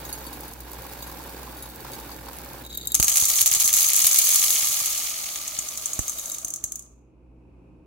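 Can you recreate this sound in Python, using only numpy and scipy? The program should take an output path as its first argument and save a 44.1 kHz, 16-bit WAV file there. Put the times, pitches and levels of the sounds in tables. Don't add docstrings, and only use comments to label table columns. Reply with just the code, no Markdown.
import sys
import numpy as np
from scipy import signal
from scipy.fft import rfft, irfft, next_fast_len
from scipy.io import wavfile
from scipy.ndimage import uniform_filter1d

SR = 44100
rng = np.random.default_rng(int(sys.argv[2]) if len(sys.argv) > 2 else 0)


def transcribe(u):
    v = np.clip(np.atleast_2d(u).T, -1, 1)
    q = np.round(v * 32767).astype(np.int16)
    wavfile.write(sys.argv[1], SR, q)


N = 346626
TIME = np.arange(N) / SR

# (t/s, level below full flow/dB)
BOWL_FLOW = [(2.96, -22), (3.07, -7), (3.25, -3), (3.48, 0), (3.9, -1), (4.1, 0), (4.6, 0), (5.4, -4.5),
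             (6.33, -5), (6.45, -11), (6.62, -18), (6.85, -28), (7.1, -66)]
# (t/s, level change/dB)
JAMS = [(3.445, -12), (3.5, -9.5), (3.585, -7.5), (3.716, -8.5), (3.922, -4), (5.149, -3)]
# (t/s, level/dB, knock level/dB)
LANDINGS = [(2.9444, -4, -31), (2.9995, -5.5, -22.5), (3.0271, -6.5, -16.5), (3.043, -7, -33.5),
            (3.0817, -5, -21), (3.096, -8.5, -38), (3.1183, -11.5, -23), (3.14, -9.5, -28),
            (3.1578, -8, -21), (3.1707, -2.5, -20.5), (3.1993, -8, -27.5), (3.2124, -7.5, -32),
            (3.2238, -9.5, -32.5), (3.2542, -7.5, -36.5), (3.3004, -6.5, -26), (3.3618, -10, -47.5),
            (3.4097, -4, -38), (3.426, -9.5, -30), (3.46, -3.5, -20.5), (3.514, -5, -31),
            (3.5492, -5.5, -24), (3.5998, -7, -24.5), (3.6768, -9.5, -25.5), (3.685, -12.5, -30.5),
            (3.7289, -5, -33), (3.7386, -3, -22.5), (3.776, -7.5, -27), (3.7879, -7, -30.5),
            (3.8065, -6, -32), (3.8415, -11, -32), (3.9015, -7, -31.5), (3.9333, -5.5, -25),
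            (3.958, -7.5, -36.5), (3.9917, -6.5, -34), (4.0454, -5, -21.5), (4.067, -3.5, -26),
            (4.1864, -2, -31), (4.2894, -11, -23.5), (4.3438, -7, -28.5), (4.3582, -2.5, -27.5),
            (4.4274, -12, -24.5), (4.505, -5, -27.5)]
# (t/s, level/dB, knock level/dB)
RICOCHETS = [(4.8589, -15.5, -33.5), (4.9776, -17, -32.5), (5.0305, -26, -33.5), (5.3586, -20, -28),
             (5.4784, -18.5, -37), (5.589, -12, -32), (5.687, -19.5, -44), (5.7744, -17, -43),
             (5.8578, -12, -54), (5.9324, -14.5, -52), (5.9908, -12, -46), (6.0804, -15.5, -31),
             (6.0954, -14.5, -41), (6.1952, -20, -48), (6.2577, -20.5, -44), (6.317, -17.5, -49),
             (6.346, -22, -47), (6.3834, -22, -42), (6.4466, -14, -57), (6.4823, -22, -45),
             (6.504, -20, -52), (6.538, -17.5, -42), (6.56, -20.5, -56), (6.6398, -12, -37),
             (6.72, -18, -45), (6.7565, -20.5, -55), (6.793, -25.5, -55), (6.8234, -36, -67)]
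# (t/s, level/dB, left over right/dB)
THUMPS = [(2.999, -28.5, -21), (3.043, -44, 10), (3.225, -39, 7.5), (3.422, -44.5, -2), (3.515, -45, -6),
          (3.566, -44.5, 7.5), (3.651, -44, -9), (4.049, -40.5, -2.5), (4.629, -45, -14),
          (4.699, -49.5, -16), (4.818, -48.5, -13), (5.588, -44, -12), (5.9921, -29.5, -25),
          (6.447, -46, -19), (6.64, -40, -19)]
# (f/Hz, level when empty/dB, level when loaded with beans/dB, t60/s)
BOWL_TONES = [(614, -26, -2.5, 0.03), (837, -5.5, -8.5, .02), (1176, -16.5, -1, 0.017),
              (1217, 0, -9.5, .028)]
# (t/s, level/dB)
CUP_FLOW = [(0, -44.5), (.47, -47), (.58, -52), (.75, -46.5), (1.45, -46), (1.75, -49.5), (1.9, -44),
            (2.2, -48), (2.36, -46.5), (2.62, -47), (2.7, -67)]
# (t/s, level/dB)
CLUMPS = [(0.094, -37.5), (0.434, -38), (1.848, -35.5), (2.093, -36.5), (2.285, -34.5)]
# (t/s, level/dB)
SNAPS = [(0.1295, -37), (.4079, -29), (.5364, -32), (.605, -31), (.7176, -32), (.7329, -32), (.8204, -40),
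         (.9347, -32), (1.7597, -34), (1.806, -36), (2.1644, -35), (2.3863, -29)]
# (t/s, level/dB, f/Hz)
CLINKS = [(0.051, -36, 6550), (.091, -38, 6550), (.127, -27, 6550), (.266, -35.5, 10570),
          (.329, -38, 10570), (0.48, -38.5, 10570), (0.607, -47, 4527), (1.005, -44, 4527),
          (1.024, -33.5, 7410), (1.069, -39, 10570), (1.569, -41, 10570), (1.624, -34, 10570),
          (1.699, -42, 3830), (1.933, -37, 6550), (2.116, -39.5, 4527), (2.366, -39, 10570),
          (2.664, -36.5, 3830), (2.749, -31.5, 3830), (2.774, -23.5, 13000), (2.856, -34, 3830),
          (2.872, -20, 7410), (2.919, -22.5, 7410), (6.186, -27, 11500), (6.298, -27, 11500),
          (6.34, -34, 11500), (6.481, -35, 11500)]
# (t/s, length/s, level/dB)
SLIDES = [(2.628, 0.057, -43.5), (2.68, 0.29, -44), (5.764, .65, -55.5)]
# (f/Hz, level/dB, t60 when free/s, level change when held in the hand/dB)
GLASS_TONES = [(3510, -10, .08, -12.5), (3830, -4, 0.1, 0), (4527, 2.5, 0.073, -12), (6550, -5.5, 0.14, -2),
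               (7410, -7.5, 0.1, 6), (7940, -5, 0.058, -2.5), (10570, 5, 0.069, -3.5), (11500, 0, 0.14, -2),
               (13000, 1, .045, 5.5), (13820, 4.5, 0.036, 5.5), (14500, -6.5, .035, 1),
               (15000, 6.5, .035, -2.5), (15600, -5.5, 0.032, -0.5)]
# (f/Hz, level per Hz/dB)
STEEL_COLOUR = [(3000, -33), (5200, -28), (5800, -7), (6400, 3), (7200, -1.5), (8100, -5), (9200, -8),
                (12000, -16), (16000, -17)]
# (f/Hz, level per Hz/dB)
SHELL_COLOUR = [(1500, -26.5), (4000, -9), (7000, -7.5), (9500, -7.5), (11000, 1), (13000, -1.5),
                (16000, -3.5)]
# (f/Hz, level per Hz/dB)
CLATTER_COLOUR = [(300, -25.5), (800, -25), (1500, -11.5), (2100, 1), (2800, 2), (4200, 3.5), (5500, 4),
                  (9000, -4)]
# (f/Hz, level per Hz/dB)
BODY_COLOUR = [(100, -2.5), (200, -12.5), (330, -4), (480, -9), (610, 1.5), (700, 1.5), (840, 1.5),
               (980, -7.5), (1110, -4), (1180, 4.5), (1250, 8), (1340, 0), (1550, -6), (3000, -15.5)]
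# (f/Hz, level per Hz/dB)
THUD_COLOUR = [(20, -20.5), (45, 1.5), (110, 1), (250, -8.5), (600, -17.5), (1300, -20.5), (4000, -33.5)]
# (f/Hz, level per Hz/dB)
PATTER_COLOUR = [(53, -49.5), (90, -8), (123, 1.5), (202, -6.5), (297, 0), (469, -5.5), (531, -0.5),
                 (644, -9.5), (868, -5), (1040, -15), (1520, -9.5), (1950, -13), (4150, -19), (4450, -25.5),
                 (6000, -28), (7800, -50.5), (13200, -120)]
# (f/Hz, level per Hz/dB)
HOLLOW_COLOUR = [(200, -18), (600, -12), (880, 4.5), (1020, 1.5), (1250, -1.5), (1500, -6), (2500, -22.5),
                 (4500, -11), (8000, -20.5)]
# (f/Hz, level per Hz/dB)
RUSTLE_COLOUR = [(1500, -39), (3000, -13), (5000, -4.5), (7000, -4.5), (9300, -4.5), (10700, -0.5),
                 (13000, 1.5), (15000, 3), (16000, 3)]
# (f/Hz, level per Hz/dB)
AIR_COLOUR = [(12, -30.5), (20, -26.5), (60, 2), (107, -19), (319, -6), (434, -15), (527, -18.5),
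              (590, -26), (923, -24), (1910, -46), (2530, -32), (3250, -51.5), (11400, -59.5),
              (12800, -66.5), (16000, -65.5)]
# (f/Hz, rms level/dB)
HUM_LINES = [(59.2, -54), (123.8, -63), (177.6, -68), (242.2, -69), (312.2, -69.5), (349.9, -81.5),
             (527.6, -75.5), (640.6, -81.5)]
# (t/s, level of the lowest hum line/dB, level change of the rest/dB)
KITCHEN_LEVELS = [(0, -47, 4.5), (2.9, -49.5, 6), (3.2, -53, -1), (5.2, -74.5, -2), (6.5, -62, -1),
                  (7.1, -54.5, -1), (7.65, -52.5, 4), (7.86, -58.5, 2.5)]
# (f/Hz, t60/s)
ROOM_DECAY = [(100, 0.16), (1000, 0.37), (4000, 0.37), (6500, 0.41), (9000, 0.3), (15000, 0.14)]
# (f/Hz, gain of side against mid/dB)
WIDTH = [(60, -13), (120, -10), (200, -9.5), (400, -8), (700, -4.5), (1300, -2), (2400, -2), (4400, -0.5),
         (15000, 0)]
# (f/Hz, gain of left over right/dB)
LEAN = [(60, -1.4), (150, 0.5), (400, -0.5), (700, -2.5), (1300, -0.5), (2400, 1), (4400, -0.6), (15000, 1)]

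HEAP_START_S, COVERED_S, DEEP_S = 4.3, 5.47, 6.29
BOUNCE_DB, BOUNCE_S, BOUNCE_DB_PER_S = 7, .016, -6
JAM_S = .013
LIFT_S = 2.64
EDGE_HZ = 15850


def rush(steel_db=-24, shell_db=-22, clatter_db=-30.5, body_db=-49,
         covered_steel_db=-12, covered_shell_db=-10.0, deep_clatter_db=-13,
         body_follows=0.74, shell_follows=1.9, crowding=3.5):
    flow = stream()
    cover = ramp(TIME, HEAP_START_S, COVERED_S)
    depth = ramp(TIME, HEAP_START_S, DEEP_S)
    steel = flow * amp(steel_db + covered_steel_db * cover)
    shell = flow ** shell_follows * amp(shell_db + covered_shell_db * cover)
    clatter = stream(bounce_db=-3) * amp(clatter_db + deep_clatter_db * depth ** 2.06)
    body = flow ** body_follows * amp(body_db)
    crowd = np.interp(TIME, [3.9, 4.9], [1, crowding]) * np.clip(1.4 * curve(BOWL_FLOW), .12, 1)
    sizzle = shower(steel, per_s=300 * crowd, spread_db=3.0,
                    contact=lambda: burst(.0025, .006, -2), count=24)
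    ticks = shower(shell, per_s=500 * crowd, spread_db=3.5,
                   contact=lambda: burst(0.0014, .005, -2), count=16)
    clacks = shower(clatter, per_s=330 * crowd, spread_db=3.2, contact=lambda: burst(0.0005, .004, -15))
    drone = shower(body, per_s=600 * crowd, spread_db=2.5, contact=lambda: burst(0.0036, 0.0051, 0.0))
    bright = tint(sizzle, STEEL_COLOUR) + tint(ticks, SHELL_COLOUR)
    return bright + tint(clacks, CLATTER_COLOUR) + tint(drone, BODY_COLOUR)


def stream(bounce_db=0):
    jams = amp(sum(db * np.exp(-((TIME - s) / JAM_S) ** 2) for s, db in JAMS))
    power = curve(BOWL_FLOW)[None] ** 2
    t = TIME[:SR // 4]
    for s, db, _ in LANDINGS:
        age = s - LANDINGS[0][0]
        bounce = amp(db + BOUNCE_DB + bounce_db + BOUNCE_DB_PER_S * age)
        add(power, s, (bounce * np.exp(-t / BOUNCE_S))[None] ** 2)
    return jams * np.sqrt(power[0])


def strikes(ring_db=-6.0, ring_db_per_s=-5, tick_db=-7, knock_db=1.5, body_db=-12,
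            wall_ring_db=-3.0, wall_tick_db=-15, wall_knock_db=0):
    hits = []
    for s, db, knock in LANDINGS:
        age = s - LANDINGS[0][0]
        hits.append((s, db + ring_db + ring_db_per_s * age, db + tick_db, knock + knock_db))
    for s, db, knock in RICOCHETS:
        hits.append((s, db + wall_ring_db, db + wall_tick_db, knock + wall_knock_db))
    rings, ticks, knocks, bowl = np.zeros((4, 2, N))
    for s, ring, tick, knock in hits:
        add(rings, s, amp(ring) * burst(.003, .007, -3))
        add(ticks, s, amp(tick) * burst(.002, .006, -2))
        add(knocks, s, amp(knock) * push(-5, .0008, .004, -20))
        add(bowl, s, amp(knock + body_db) * burst(0.002, 0.025, -2))
    bright = tint(rings, STEEL_COLOUR) + tint(ticks, SHELL_COLOUR)
    return bright + tint(knocks, CLATTER_COLOUR) + tint(bowl, BODY_COLOUR)


def bowl_tone(empty_db=-47.0, loaded_db=-51, follows=.7):
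    level = stream() ** follows
    load = ramp(TIME, HEAP_START_S, DEEP_S)
    empty = shower(level * np.sqrt(1 - load), per_s=400, spread_db=2.5,
                   contact=lambda: toll(False), count=6)
    loaded = shower(level * np.sqrt(load), per_s=400, spread_db=4,
                    contact=lambda: toll(True), count=6)
    return amp(empty_db) * empty + amp(loaded_db) * loaded


def toll(loaded, detune=.035, size=4000):
    t = np.arange(size) / SR
    hz, empty_db, loaded_db, t60 = np.transpose(BOWL_TONES)[:, :, None]
    pitch = hz * (1 + detune * rng.uniform(-1, 1, (2, len(hz), 1)))
    weight = amp(loaded_db if loaded else empty_db) * rng.choice([-1, 1], pitch.shape)
    decay = np.exp(-np.log(1000) * t / t60)
    return (weight * decay * np.sin(2 * np.pi * pitch * t)).sum(1)


def thumps(thump_db=11, rock_db=-11, rock_hz=70, rock_s=0.016):
    jolts, rocks = np.zeros((2, 2, N))
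    t = TIME[:SR // 5]
    rock = np.sin(2 * np.pi * rock_hz * t) * np.exp(-t / rock_s)
    rock_mid_side = np.array([rock, 0 * rock])
    for s, db, left_db in THUMPS:
        add(jolts, s, amp(db + thump_db) * pan(push(-9, .003, .013, -6), left_db))
        add(rocks, s, amp(db + rock_db) * pan(rock_mid_side, left_db))
    return tint(jolts, THUD_COLOUR) + rocks


def cup(patter_db=2, hollow_db=-3, rustle_db=1, ticks_db=-1, glass_db=-10, snap_db=1, clump_db=4):
    flow = curve(CUP_FLOW)
    heap = amp(patter_db) * shower(flow, per_s=830, spread_db=1.0,
                                   contact=lambda: burst(0.0025, 0.0051, -2))
    clumps = amp(hollow_db) * shower(flow, per_s=200, spread_db=1.5,
                                     contact=lambda: burst(.002, .006, -3))
    for s, db in CLUMPS:
        add(clumps, s, amp(db + clump_db) * burst(0.005, 0.0097, -2))
    shells = amp(rustle_db) * shower(flow, per_s=3100, spread_db=4,
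                                     contact=lambda: burst(0.0008, 0.0027, -9.5))
    shells += amp(ticks_db) * shower(flow, per_s=29, spread_db=-2.0,
                                     contact=lambda: burst(.0005, 0.0035, -6.5))
    for s, db in SNAPS:
        add(shells, s, amp(db + snap_db) * burst(0.00068, 0.0041, -6))
    grazes = shower(flow, per_s=210, spread_db=4.0, contact=lambda: ping(soft_hz=11000), count=8)
    beans = tint(heap, PATTER_COLOUR) + tint(clumps, HOLLOW_COLOUR) + tint(shells, RUSTLE_COLOUR)
    return beans + amp(glass_db) * grazes


def glass_wall(clink_db=-3, tick_db=-7, slide_db=0.0, scrape_db=-3, roll_db=-4, fade_s=0.024):
    sliding = np.zeros(N)
    for s, length, db in SLIDES:
        end = s + length
        sliding += amp(db) * ramp(TIME, s, s + fade_s) * ramp(TIME, end, end - fade_s)
    rings = amp(slide_db) * shower(sliding, per_s=130, spread_db=2,
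                                   contact=lambda: ping(held=1, soft_hz=1500))
    scrape = shower(sliding, per_s=740, spread_db=-5, contact=lambda: burst(.0006, 0.001, -22.5))
    ticks = amp(scrape_db) * scrape
    for s, db, spot_hz in CLINKS:
        held = float(s > LIFT_S)
        add(rings, s, amp(db + clink_db) * ping(held, spot_hz, spot_db=5))
        add(ticks, s, amp(db + tick_db) * burst(.002, .005, -5))
    return rings + tint(ticks, RUSTLE_COLOUR) + amp(roll_db) * tint(scrape, PATTER_COLOUR)


def ping(held=0, spot_hz=3450, spot_db=0, soft_hz=40000, size=6000):
    t = np.arange(size) / SR
    hz, db, t60, held_db = np.transpose(GLASS_TONES + GLASS_TONES)[:, :, None]
    damping = 1 + 1.82 * held
    split = 1 + .003 * damping * rng.uniform(-1, 1, (2, len(hz), 1))
    distance = abs(hz - spot_hz)
    favoured = distance == distance.min()
    weight = amp(db + held * held_db + spot_db * favoured) / (1 + (hz / soft_hz) ** 2)
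    wave = np.sin(2 * np.pi * (hz * split * t + rng.random(split.shape)))
    modes = weight * wave * np.exp(-np.log(1000) * damping * t / t60)
    ring = modes.sum(1) * (1 - np.exp(-t / 0.0004))
    return ring / np.sqrt(np.mean(ring[:, :SR // 300] ** 2))


def shower(level, per_s, spread_db, contact, count=10):
    landed = rng.random(N) < per_s / SR
    force = amp(spread_db * np.minimum(rng.exponential(1, N), 4)) * landed
    power = uniform_filter1d(force ** 2, SR // 12)
    blows = level * force / np.sqrt(abs(power) + per_s / SR / 2) * rng.choice([-1, 1], N)
    spot = rng.integers(0, count, N)
    out = np.zeros((2, N))
    for k in range(count):
        sound = contact()
        sound = sound / np.sqrt((sound ** 2).sum() / 2)
        out += signal.oaconvolve((blows * (spot == k))[None], sound, axes=1)[:, :N]
    return out


def burst(crack_s, ring_s, ring_db, size=4096):
    t = np.arange(size) / SR
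    shape = np.exp(-t / crack_s) + amp(ring_db) * np.exp(-t / ring_s)
    return unit(shape * rng.standard_normal((2, size))) * np.sqrt(SR / 1000 / size)


def push(shudder_db, crack_s, ring_s, ring_db):
    blow = amp(shudder_db) * burst(crack_s, ring_s, ring_db)
    blow[0, 0] += np.sqrt(SR / 1000)
    return blow


def kitchen(air_db=-57, hum_db=0, waver=.18):
    s, lowest_db, rest_db = np.transpose(KITCHEN_LEVELS)
    lowest = amp(np.interp(TIME, s, lowest_db))
    level = amp(np.interp(TIME, s, rest_db))
    out = amp(air_db) * level * tint(rng.standard_normal((2, N)), AIR_COLOUR, size=16384)
    knots = np.linspace(0, TIME[-1], 50)
    for k, (hz, db) in enumerate(HUM_LINES):
        wander = rng.standard_normal(len(knots)) + 1j * rng.standard_normal(len(knots))
        sway = 1 + waver * np.interp(TIME, knots, wander)
        line = np.sqrt(2) * (sway * np.exp(2j * np.pi * (hz * TIME + rng.random()))).real
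        out[0] += line * (lowest if k == 0 else level * amp(db + hum_db))
    return out


def room(x, delay_s=0.00057):
    hz, t, z = signal.stft(rng.standard_normal((2, SR)), SR, nperseg=256)
    decay = np.exp(-np.log(1000) * t / read(ROOM_DECAY, hz)[:, None])
    tail = signal.istft(z * decay, SR, nperseg=256)[1]
    tail = tail * np.clip(np.arange(tail.shape[1]) / SR / delay_s - 1, 0, 1)
    return signal.fftconvolve(x, tail / np.linalg.norm(tail[0]), axes=1)[:, :N]


def amp(db):
    return 10 ** (np.asarray(db) / 20)


def unit(x):
    return x / np.sqrt(np.mean(x ** 2) + 1e-20)


def read(points, hz):
    f, value = np.transpose(points)
    return np.interp(np.log(hz + 1), np.log(f + 1), value)


def curve(rows):
    s, db = np.transpose(rows)
    return amp(np.interp(TIME, s, db)) * (TIME >= s[0]) * (TIME <= s[-1])


def ramp(t, start_s, end_s):
    return np.clip((t - start_s) / (end_s - start_s), 0, 1)


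def add(mix, s, sound):
    part = mix[:, max(round(s * SR), 0):][:, :sound.shape[1]]
    part += sound[:, :part.shape[1]]


def tint(x, points, size=4096):
    log_gain = np.log(unit(amp(read(points, abs(np.fft.fftfreq(size, 1 / SR))))))
    taps = np.fft.ifft(np.exp(np.conj(signal.hilbert(log_gain)))).real[:size // 2]
    return signal.oaconvolve(x, taps[None], axes=1)[:, :x.shape[1]]


def pan(x, left_db):
    return x + np.tanh(left_db * np.log(10) / 40) * x[::-1]


def scene(cup_room_db=-13, bowl_room_db=-10, cup_left_db=-2.5):
    bowl = rush() + bowl_tone() + strikes()
    glass = pan(cup(), cup_left_db) + glass_wall()
    wet = room(amp(cup_room_db) * glass + amp(bowl_room_db) * bowl)
    size = next_fast_len(N)
    hz = np.fft.rfftfreq(size, 1 / SR)
    width = np.array([np.ones(len(hz)), amp(read(WIDTH, hz))])
    lean = amp(read(LEAN, hz) / 2)
    mid, side = width * rfft(glass + bowl + wet + kitchen(), size) + rfft(thumps(), size)
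    return irfft(np.array([(mid + side) * lean, (mid - side) / lean]), size)[:, :N]


def record(dry):
    taps = signal.firwin(401, EDGE_HZ, window=("kaiser", 8), fs=SR)
    return signal.oaconvolve(dry, taps[None], "same", axes=1)


dry = scene()
out = record(dry)
transcribe(out)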